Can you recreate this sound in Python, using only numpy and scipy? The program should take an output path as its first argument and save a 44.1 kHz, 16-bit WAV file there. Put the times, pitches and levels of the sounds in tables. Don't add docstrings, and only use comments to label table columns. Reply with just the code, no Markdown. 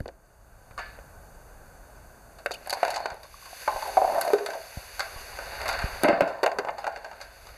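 import sys
import numpy as np
from scipy import signal
from scipy.fft import rfft, irfft, next_fast_len
from scipy.io import wavfile

SR = 44100
rng = np.random.default_rng(int(sys.argv[2]) if len(sys.argv) > 2 else 0)


def unload_wav(signal):
    wavfile.write(
        sys.argv[1],
        SR,
        np.round(np.clip(np.atleast_2d(signal).T, -1, 1) * 32767).astype(np.int16),
    )


N = 333837

# mode_hz, level_db
TABLE_MODES = [(405, -1.5), (445, -13.5), (490, 0.5), (560, 4.5), (625, 4), (675, 5.5), (740, 3.5),
               (790, 3), (860, 3.5), (930, 2), (1010, 3), (1120, -0.5), (1200, -8.5), (1340, -11),
               (1500, -12.5), (1800, -4), (2130, -11)]
# frequency_hz, level_db (per Hz)
CONTACT_SPECTRUM = [(120, -16), (300, 5.5), (1250, 3), (1570, 1), (2100, 1.5), (2700, -1), (3500, -8.5),
                    (4600, -5), (5400, -7.5), (6200, -10), (8300, -9.5), (11000, 0.5), (14000, -11),
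                    (16000, -24)]


def amp(db):
    return 10 ** (np.asarray(db) / 20)


def rms_one(x):
    return x / np.sqrt(np.mean(x ** 2) + 1e-20)


def in_time(rows):
    s, *columns = np.transpose(rows)
    return [np.interp(np.arange(N) / SR, s, column) for column in columns]


def at_hz(points, hz):
    table_hz, values = np.transpose(points)
    return np.interp(np.log(hz), np.log(table_hz), values)


def band(x, low_hz, high_hz):
    return signal.sosfilt(signal.butter(3, [low_hz, high_hz], "band", fs=SR, output="sos"), x)


def coloured(x, spectrum):
    size = next_fast_len(len(x))
    hz = np.maximum(np.arange(size // 2 + 1) * SR / size, 1)
    closed = [(1, -90)] + list(spectrum) + [(SR / 2, -90)]
    return rms_one(irfft(rfft(x, size) * amp(at_hz(closed, hz)), size)[:len(x)])


def drift(rate_hz):
    steps = rng.standard_normal(N // 100 + 2002)
    r = np.exp(-200 * np.pi * rate_hz / SR)
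    slow = signal.lfilter([1], [1, -2 * r, r * r], steps)[2000:]
    return np.interp(np.arange(N) / 100, np.arange(len(slow)), rms_one(slow))


def add(track, s, sound):
    i = max(round(s * SR), 0)
    track[i:i + len(sound)] += sound[:N - i]


def grains(per_s, spread_db):
    sizes = amp(spread_db * np.minimum(rng.exponential(1, N), 5)) * rng.choice([-1, 1], N)
    return sizes * (rng.random(N) < per_s / SR)


def background():
    # frequency_hz, level_db (per Hz)
    room_spectrum, air_spectrum, hand_spectrum = [(120, 0), (200, -2.5), (330, -6.5), (650, 0.5),
                                                  (1000, -6.5), (1550, -11), (2100, -20.5), (3200, -28.5),
                                                  (4600, -71), (5500, -23), (6300, -17.5), (9000, -24),
                                                  (14000, -21), (16000, -13)], [(2500, -0.5), (3300, -2), (3800, -6.5),
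                                                                     (4600, -4.5), (5400, -3), (6200, -0.5),
                                                                     (7000, -7.5), (8300, -12.5),
                                                                     (11200, -3), (14000, -13), (16000, 2)], [(12, -27), (25, -1),
                                                                                  (55, 0), (110, -11.5),
                                                                                  (200, -30)]
    # time_s, level_db
    room_curve, hiss_curve, grip_curve = [(0, -61.5), (.36, -59), (.95, -51.5), (2.6, -52.5), (3.25, -61),
                                          (4.1, -67), (4.6, -60.5), (5.0, -62), (6.3, -54), (7.57, -60.5)], [(0, -64.5), (.17, -72.5), (.8, -63),
                                                              (2.4, -62), (2.87, -46), (3.1, -60.5),
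                                                              (3.25, -55), (3.62, -42), (4.09, -41.5),
                                                              (4.33, -42), (4.36, -46.5), (4.6, -46.5),
                                                              (4.87, -45), (6.03, -45), (6.055, -74),
                                                              (6.2, -68), (6.64, -63), (7.0, -62),
                                                              (7.43, -53), (7.57, -55)], [(0, -38), (.17, -58),
                                                                            (.95, -49), (2.17, -52.5),
                                                                            (2.9, -57.5), (3.62, -56),
                                                                            (4.09, -53), (4.28, -71),
                                                                            (4.72, -57), (5.17, -53.5),
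                                                                            (5.37, -48), (5.63, -40),
                                                                            (5.94, -40), (6.2, -63),
                                                                            (6.4, -62.5), (7.3, -55),
                                                                            (7.57, -54)]
    # pitch_hz, level_db (peak, against the room tone's rms), stop_s
    whine_lines = [(7192, -46, 8.0), (9200, -17.5, 2.5), (9232, -30, 2.5)]
    (room_db,), (air_db,), (hand_db,) = in_time(room_curve), in_time(hiss_curve), in_time(grip_curve)
    white = rng.standard_normal((3, N))
    t = np.arange(N) / SR
    whine = sum(amp(db) * np.sin(2 * np.pi * hz * t) * (t < stop) for hz, db, stop in whine_lines)
    room_tone = amp(room_db) * (coloured(white[0], room_spectrum) + whine)
    air = amp(air_db + .6 * drift(12)) * coloured(white[1], air_spectrum)
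    hand = amp(hand_db + 1.0 * drift(4)) * coloured(white[2], hand_spectrum)
    return room_tone + air + hand


def blows():
    # start_s, ring_db, pitch_hz, clack_db, tick_db, sizzle_db, length (times an ordinary blow)
    blow_table = [(0.003, -30, 515, -36.5, -47, -44, 0.6), (0.058, -23.5, 480, -40, -47, -65, 0.54),
                  (0.079, -32, 552, -57, -40.5, -66, 1.1), (0.087, -29, 490, -40.5, -57, -64, 0.69),
                  (0.709, -40.5, 546, -46, -58, -64, 0.95), (0.778, -22.5, 1260, -39, -37, -56, 0.67),
                  (0.791, -26, 710, -35, -41, -60, 1.1), (0.987, -37, 546, -44.5, -63, -62, 0.82),
                  (2.386, -42, 750, -48, -49.5, -56, 3), (2.46, -17.5, 538, -18, -29, -32, 0.86),
                  (2.509, -20, 603, -30, -35, -47, 0.7), (2.515, -41, 595, -49, -30, -39, 2),
                  (2.539, -43, 667, -54, -36.5, -38, 1.8), (2.661, -39, 533, -40, -44, -54, 1.01),
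                  (2.673, -25.5, 780, -36, -39, -30, 0.68), (2.695, -32, 770, -37, -30.5, -31.5, 2),
                  (2.704, -34, 715, -35, -22, -27, 0.98), (2.727, -16, 735, -24, -25.5, -29, 0.98),
                  (2.735, -28, 641, -37, -26, -29.5, 0.79), (2.743, -27, 805, -54, -36, -38, 1.3),
                  (2.771, -24.5, 680, -52, -53, -53, 1.01), (2.83, -8.5, 726, -19.5, -29, -36, 0.82),
                  (2.85, -15, 656, -23, -27.5, -35, 0.97), (2.879, -17.5, 730, -30, -33, -40, 1.17),
                  (2.903, -29, 794, -36, -31.5, -35, 3), (2.941, -40, 759, -39, -33.5, -47, 3),
                  (2.96, -20, 775, -32, -26.5, -38, 1.6), (2.977, -24.5, 842, -40, -36, -52, 0.85),
                  (3.003, -21, 720, -54, -42, -59, 0.77), (3.057, -13, 705, -24.5, -27, -43, 0.61),
                  (3.102, -37, 740, -35, -37, -62, 0.77), (3.118, -32, 641, -47, -51, -55, 1.01),
                  (3.143, -31, 675, -53, -47, -44, 0.77), (3.231, -46, 630, -47, -46, -48, 2.5),
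                  (3.456, -39, 1150, -47, -45, -54, 2.2), (3.677, -9.5, 860, -25.5, -32.5, -42, 1.12),
                  (3.693, -25.5, 845, -47, -43, -49, 1.6), (3.723, -23.5, 890, -50, -51, -48, 1.3),
                  (3.761, -20.5, 830, -40, -49, -51, 1.55), (3.823, -21, 860, -49, -33, -46, 0.75),
                  (3.854, -26.5, 890, -49, -48, -44, 1.7), (3.873, -25.5, 700, -53, -42, -39, 2.8),
                  (3.97, -3.5, 720, -36, -37, -40, 1.18), (4.017, -9, 720, -50, -45, -52, 1.1),
                  (4.044, -12, 710, -46, -55, -56, 1.01), (4.078, -14.5, 654, -49, -56, -47, 1.01),
                  (4.098, -15, 643, -51, -52, -46, 0.93), (4.123, -15.5, 689, -47, -51, -40, 0.92),
                  (4.145, -17.5, 667, -38, -47, -41, 2.9), (4.183, -13.5, 700, -38, -40, -39, 1.35),
                  (4.211, -34, 627, -29, -27.5, -20.5, 1.9), (4.249, -18, 710, -47, -42, -36, 1.9),
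                  (4.277, -15, 610, -31.5, -35, -38, 1.2), (4.303, -16, 589, -34, -48, -38, 0.85),
                  (4.333, -6.5, 400, -25.5, -28.5, -31.5, 1.16), (4.383, -28, 657, -34, -37.5, -53, 1.5),
                  (4.461, -28.5, 646, -29, -27.5, -33, 1.28), (4.488, -21.5, 644, -54, -50, -52, 0.88),
                  (4.503, -27, 646, -32, -36, -52, 1.1), (4.533, -27.5, 706, -40, -41, -51, 1.8),
                  (4.553, -26, 630, -57, -51, -45, 0.95), (4.772, -31.5, 557, -60, -51, -49, 0.78),
                  (4.994, -28.5, 765, -25.5, -25, -31, 1.15), (5.004, -21, 770, -19, -19.5, -40, 0.51),
                  (5.37, -36.5, 840, -41, -43, -54, 1.2), (5.388, -26.5, 590, -30, -37, -52, 0.67),
                  (5.615, -24.5, 704, -32, -34, -42, 0.88), (5.657, -23, 715, -24, -36, -36, 1.26),
                  (5.68, -37, 595, -37, -24.5, -32, 1.01), (5.689, -22, 786, -19, -23.5, -28, 0.78),
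                  (5.728, -29, 1010, -44, -31, -40, 1.1), (5.789, -31, 775, -30, -35, -41, 2.1),
                  (5.818, -35, 670, -29, -46, -42, 1.4), (5.874, -36, 697, -33, -56, -47, 0.95),
                  (6.034, -14, 581, -22, -23, -19.5, 0.96), (6.042, -8, 500, -17.5, -49, -54, 1.2),
                  (6.052, -10, 610, -23, -52, -40, 0.83), (6.079, -16, 790, -21.5, -50, -49, 1.2),
                  (6.084, -9.5, 463, -17.5, -26, -55, 0.66), (6.095, -11, 620, -25.5, -52, -57, 1.5),
                  (6.128, -19, 611, -23, -46, -64, 0.79), (6.207, -5, 550, -16, -25.5, -32, 0.83),
                  (6.22, -42, 600, -18, -71, -46, 0.59), (6.275, -24, 710, -38, -41, -48, 0.87),
                  (6.431, -10, 487, -21.5, -26, -39, 1.2), (6.438, -10, 730, -17.5, -25, -30, 0.72),
                  (6.461, -10.5, 630, -18.5, -26, -38, 1.36), (6.476, -13, 724, -28, -56, -41, 0.75),
                  (6.493, -24, 670, -47, -49, -60, 1.2), (6.516, -23.5, 680, -34, -40, -57, 1.8),
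                  (6.586, -16.5, 446, -21, -26.5, -38, 1.4), (6.596, -18.5, 696, -31, -49, -53, 0.68),
                  (6.648, -22.5, 641, -35, -42, -58, 0.89), (6.672, -22, 790, -41, -50, -67, 1.01),
                  (6.686, -14, 835, -22.5, -43, -64, 0.76), (6.705, -23, 622, -53, -44, -62, 0.71),
                  (6.782, -25, 800, -37, -38, -52, 1.2), (6.842, -21.5, 666, -30.5, -40, -55, 1.35),
                  (6.867, -17, 780, -26.5, -34.5, -47, 1.07), (6.876, -16.5, 730, -38, -40, -45, 0.86),
                  (6.923, -45, 611, -47, -49, -57, 0.72), (6.96, -30.5, 744, -34.5, -41.5, -61, 1.1),
                  (6.973, -28.5, 554, -50, -44, -64, 0.74), (7.045, -31, 754, -36.5, -39.5, -65, 1.15),
                  (7.062, -31, 732, -46, -50, -61, 0.86), (7.113, -32, 740, -38, -45, -61, 0.79),
                  (7.13, -35, 720, -44, -48, -64, 1.1), (7.203, -38, 814, -44, -49, -51, 1.3),
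                  (7.212, -39, 670, -39, -36, -49, 1.26), (7.453, -46, 611, -52, -51, -58, 1.01),
                  (7.468, -43, 1040, -51, -43, -57, 1.01), (7.488, -41.5, 606, -45.5, -49, -58, 1.2)]
    # start_s,
    # level_db
    heavy_table = [(0.003, -33), (0.058, -32), (6.035, -13), (6.045, -14), (6.084, -12), (6.098, -16),
                   (6.13, -19), (6.219, -13.5), (6.588, -27)]
    # start_s, clack_db, tick_db
    far_table = [(0.782, -26.5, -34.5), (3.23, -54, -41), (4.998, -37, -35), (5.685, -38, -25),
                 (6.276, -32, -35.5), (6.786, -41, -36.5), (7.21, -39, -31.5), (7.46, -55, -47)]
    # time_s, distance_m
    distance_curve = [(0, 0.17), (.8, 0.72), (2.45, 0.56), (3.2, 1), (3.95, 0.94), (4.6, 1.6), (5.7, 2),
                      (6.1, 1.66), (6.5, 0.58), (7.57, 2.14)]
    ring_t60_s, crack_t60_s, ring_attack_s = 0.048, 0.032, .001
    send_at_1m_db = -11
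    t = np.arange(round(.2 * SR)) / SR
    hz, mode_db = np.transpose(TABLE_MODES)[:, :, None]
    direct, send = np.zeros(N), np.zeros(N)

    splinter = coloured(grains(5000, spread_db=3.0), CONTACT_SPECTRUM)
    edges_hz = [(160, 340), (1000, 3200), (3200, 7100), (7100, 16000)]
    cracks = np.array([rms_one(band(splinter, *edges)) for edges in edges_hz])
    lasting_s = crack_t60_s * np.array([[2.2], [1.1], [.8], [.45]])
    rise = 1 - np.exp(-t / np.array([[.002], [.0007], [.0004], [.0002]]))

    def spray_at(place, length):
        start = int(place * (N - len(t)))
        fade = amp(-60 * t / (lasting_s * length))
        spray = cracks[:, start:start + len(t)] * fade
        gain = np.sqrt(np.sum(fade ** 2, axis=1) / np.sum(spray ** 2, axis=1))
        return spray * rise * gain[:, None]

    no_bass = signal.butter(2, 340, "high", fs=SR, output="sos")
    chance = rng.random((len(blow_table), 2, len(TABLE_MODES) + 1, 1))
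    for (s, ring_db, pitch_hz, *crack_db, length), (luck, load) in zip(blow_table, chance):
        metres = np.interp(s, *np.transpose(distance_curve))
        share = amp(mode_db - 22.5 * np.abs(np.log2(hz / pitch_hz)) + 9.9 * (luck[1:] - .5))
        shifted_hz = hz * (1 + 0.071 * (load[1:] - .5))
        modes = share * np.sin(2 * np.pi * shifted_hz * t + 2.0 * luck[1:])
        tone = np.sum(modes, axis=0) / np.sqrt(np.sum(share ** 2))
        decay = amp(-60 * (t / (ring_t60_s * length)) ** 1.39)
        ring = amp(ring_db) * tone * decay * (1 - np.exp(-t / ring_attack_s))
        ring = signal.sosfilt(no_bass, ring)
        spray = amp(crack_db)[:, None] * spray_at(luck[0, 0], length)[1:]
        add(direct, s, ring + np.sum(spray, axis=0))
        add(send, s, amp(send_at_1m_db) * metres * (ring + amp([3, 1.5, -5]) @ spray))
    for (s, db), place in zip(heavy_table, rng.random(len(heavy_table))):
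        thud = amp(db) * spray_at(place, 0.69)[0]
        add(direct, s, thud)
        add(send, s, amp(send_at_1m_db) * thud)
    for (s, clack_db, tick_db), place in zip(far_table, rng.random(len(far_table))):
        levels_db = [clack_db, tick_db, tick_db - 9]
        add(send, s, amp(levels_db) @ spray_at(place, 0.95)[1:])
    return direct, send


def room(x):
    # frequency_hz, t60_s
    room_t60 = [(150, 0.24), (700, 0.63), (2000, 0.31), (5000, 0.16), (12000, 0.19)]
    t = np.arange(round(.8 * SR)) / SR
    tail = np.zeros(len(t))
    edges_hz = 110 * 2 ** np.arange(0, 7.6, .5)
    for low, high in zip(edges_hz, edges_hz[1:]):
        fade = amp(-60 * t / at_hz(room_t60, np.sqrt(low * high)))
        tail += band(rng.standard_normal(len(t)), low, high) * fade
    tail *= 1 - np.exp(-t / 0.00067)
    tail /= np.sqrt(np.sum(tail ** 2) * 2 / np.pi)
    return signal.fftconvolve(x, tail)[:N]


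def bumps():
    # start_s, level_db (ahead of the decay), swing_s (the first full turn), way (+1 push, -1 pull)
    bump_table = [(.004, -16, 0.0092, 1), (0.709, -36, 0.0099, -1), (3.12, -32, 0.013, -1),
                  (3.75, -33.5, 0.027, -1), (4.772, -18.5, 0.0096, -1), (5.161, -29, 0.03, -1),
                  (5.841, -12, 0.012, -1)]
    out, t = np.zeros(N), np.arange(round(.1 * SR)) / SR
    for s, db, swing_s, way in bump_table:
        turns = (t / swing_s) ** 0.56
        envelope = np.exp(-1.4 * t / swing_s) * (1 - np.exp(-t / 0.0018))
        add(out, s, np.sign(way) * amp(db) * np.sin(2 * np.pi * turns) * envelope)
    return out


def rolling():
    # time_s, rumble_db, scrape_db
    roll_curve = [(0.76, -66, -70), (0.8, -60, -45.5), (0.98, -70, -60.5), (1.27, -64, -106),
                  (2.44, -72, -74), (2.86, -46, -41.5), (3.13, -43.5, -53), (3.26, -62.5, -78),
                  (3.63, -52, -52), (3.86, -43.5, -46.5), (4.16, -32.5, -55), (4.54, -48.5, -58),
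                  (4.62, -54, -55), (5.39, -45.5, -48), (5.73, -36.5, -36.5), (6.0, -43.5, -45),
                  (6.08, -35, -40.5), (6.21, -33, -48.5), (6.44, -42, -56.5), (6.71, -38.5, -65),
                  (6.8, -49, -53), (7.24, -55.5, -58.5), (7.57, -55.5, -57)]
    rumble_db, scrape_db = in_time(roll_curve)
    rumble = np.zeros(N)
    clumps = amp(2.2 * drift(30))
    contacts = [grains(500, spread_db=3.5) for _ in TABLE_MODES]
    r = amp(-60 / (.09 * SR))
    for (hz, mode_db), hits in zip(TABLE_MODES, contacts):
        w = 2 * np.pi * hz / SR
        resonator = [0, np.sin(w)], [1, -2 * r * np.cos(w), r * r]
        rumble += amp(mode_db) * signal.lfilter(*resonator, clumps * hits)
    scrape = band(coloured(grains(3000, spread_db=2.0), CONTACT_SPECTRUM), 1250, 4900) * np.sqrt(clumps)
    moving = np.clip((np.arange(N) / SR - roll_curve[0][0]) * 20, 0, 1)
    return moving * (amp(rumble_db) * rms_one(rumble) + amp(scrape_db) * rms_one(scrape))


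def ringing_parts():
    # start_s, pitch_hz, level_db, t60_s
    ping_table = [(0.785, 1724, -38.5, 0.47), (3.022, 4360, -47.5, 0.3), (4.334, 406.6, -23, 0.23),
                  (7.48, 13900, -56, .2), (7.48, 11400, -67, .25)]
    out, t = np.zeros(N), np.arange(round(.4 * SR)) / SR
    for s, hz, db, t60 in ping_table:
        envelope = amp(-60 * t / t60) * (1 - np.exp(-t / 0.0026))
        add(out, s, amp(db) * np.sin(2 * np.pi * hz * t) * envelope)
    return out


def drips():
    # start_s, level_db (ahead of the envelope), pitch_hz (at the start)
    drip_table = [(2.537, -24, 3010), (2.545, -30, 2480), (2.555, -30, 2800), (3.252, -36, 1080),
                  (3.342, -32.5, 1110), (3.384, -46, 1146), (3.425, -37, 1080), (3.461, -48, 1020),
                  (3.53, -27, 706)]
    out, t = np.zeros(N), np.arange(round(.4 * SR)) / SR
    for s, db, hz in drip_table:
        envelope = amp(-60 * t / 0.025) * (1 - np.exp(-t / 0.00059))
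        add(out, s, amp(db) * np.sin(2 * np.pi * hz * t * (1 + 1.9 * t)) * envelope)
    return out


def scene():
    direct, send = blows()
    near = rolling() + ringing_parts() + drips()
    return (direct + near + amp(-3.5) * room(send) + bumps() + background())[None]


def record(dry):
    # centre_hz, width_hz, lift_db
    port = [(1542, 134, 9), (4530, 700, 10)]
    # centre_hz, width_hz
    notches = [(3192, 675), (4075, 336), (5121, 570), (5670, 700), (7132, 220), (8183, 110)]
    x = dry
    for hz, width_hz, lift_db in port:
        x = x + (amp(lift_db) - 1) * signal.lfilter(*signal.iirpeak(hz, hz / width_hz, SR), x)
    for hz, width_hz in notches:
        x = signal.lfilter(*signal.iirnotch(hz, hz / width_hz, SR), x)
    rounded = 0.64 * np.tanh(x / 0.77)
    x = signal.sosfilt(signal.butter(7, 14350, fs=SR, output="sos"), rounded)
    return signal.sosfilt(signal.cheby2(12, 70, 15650, fs=SR, output="sos"), x)


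dry = scene()
out = record(dry)
unload_wav(out)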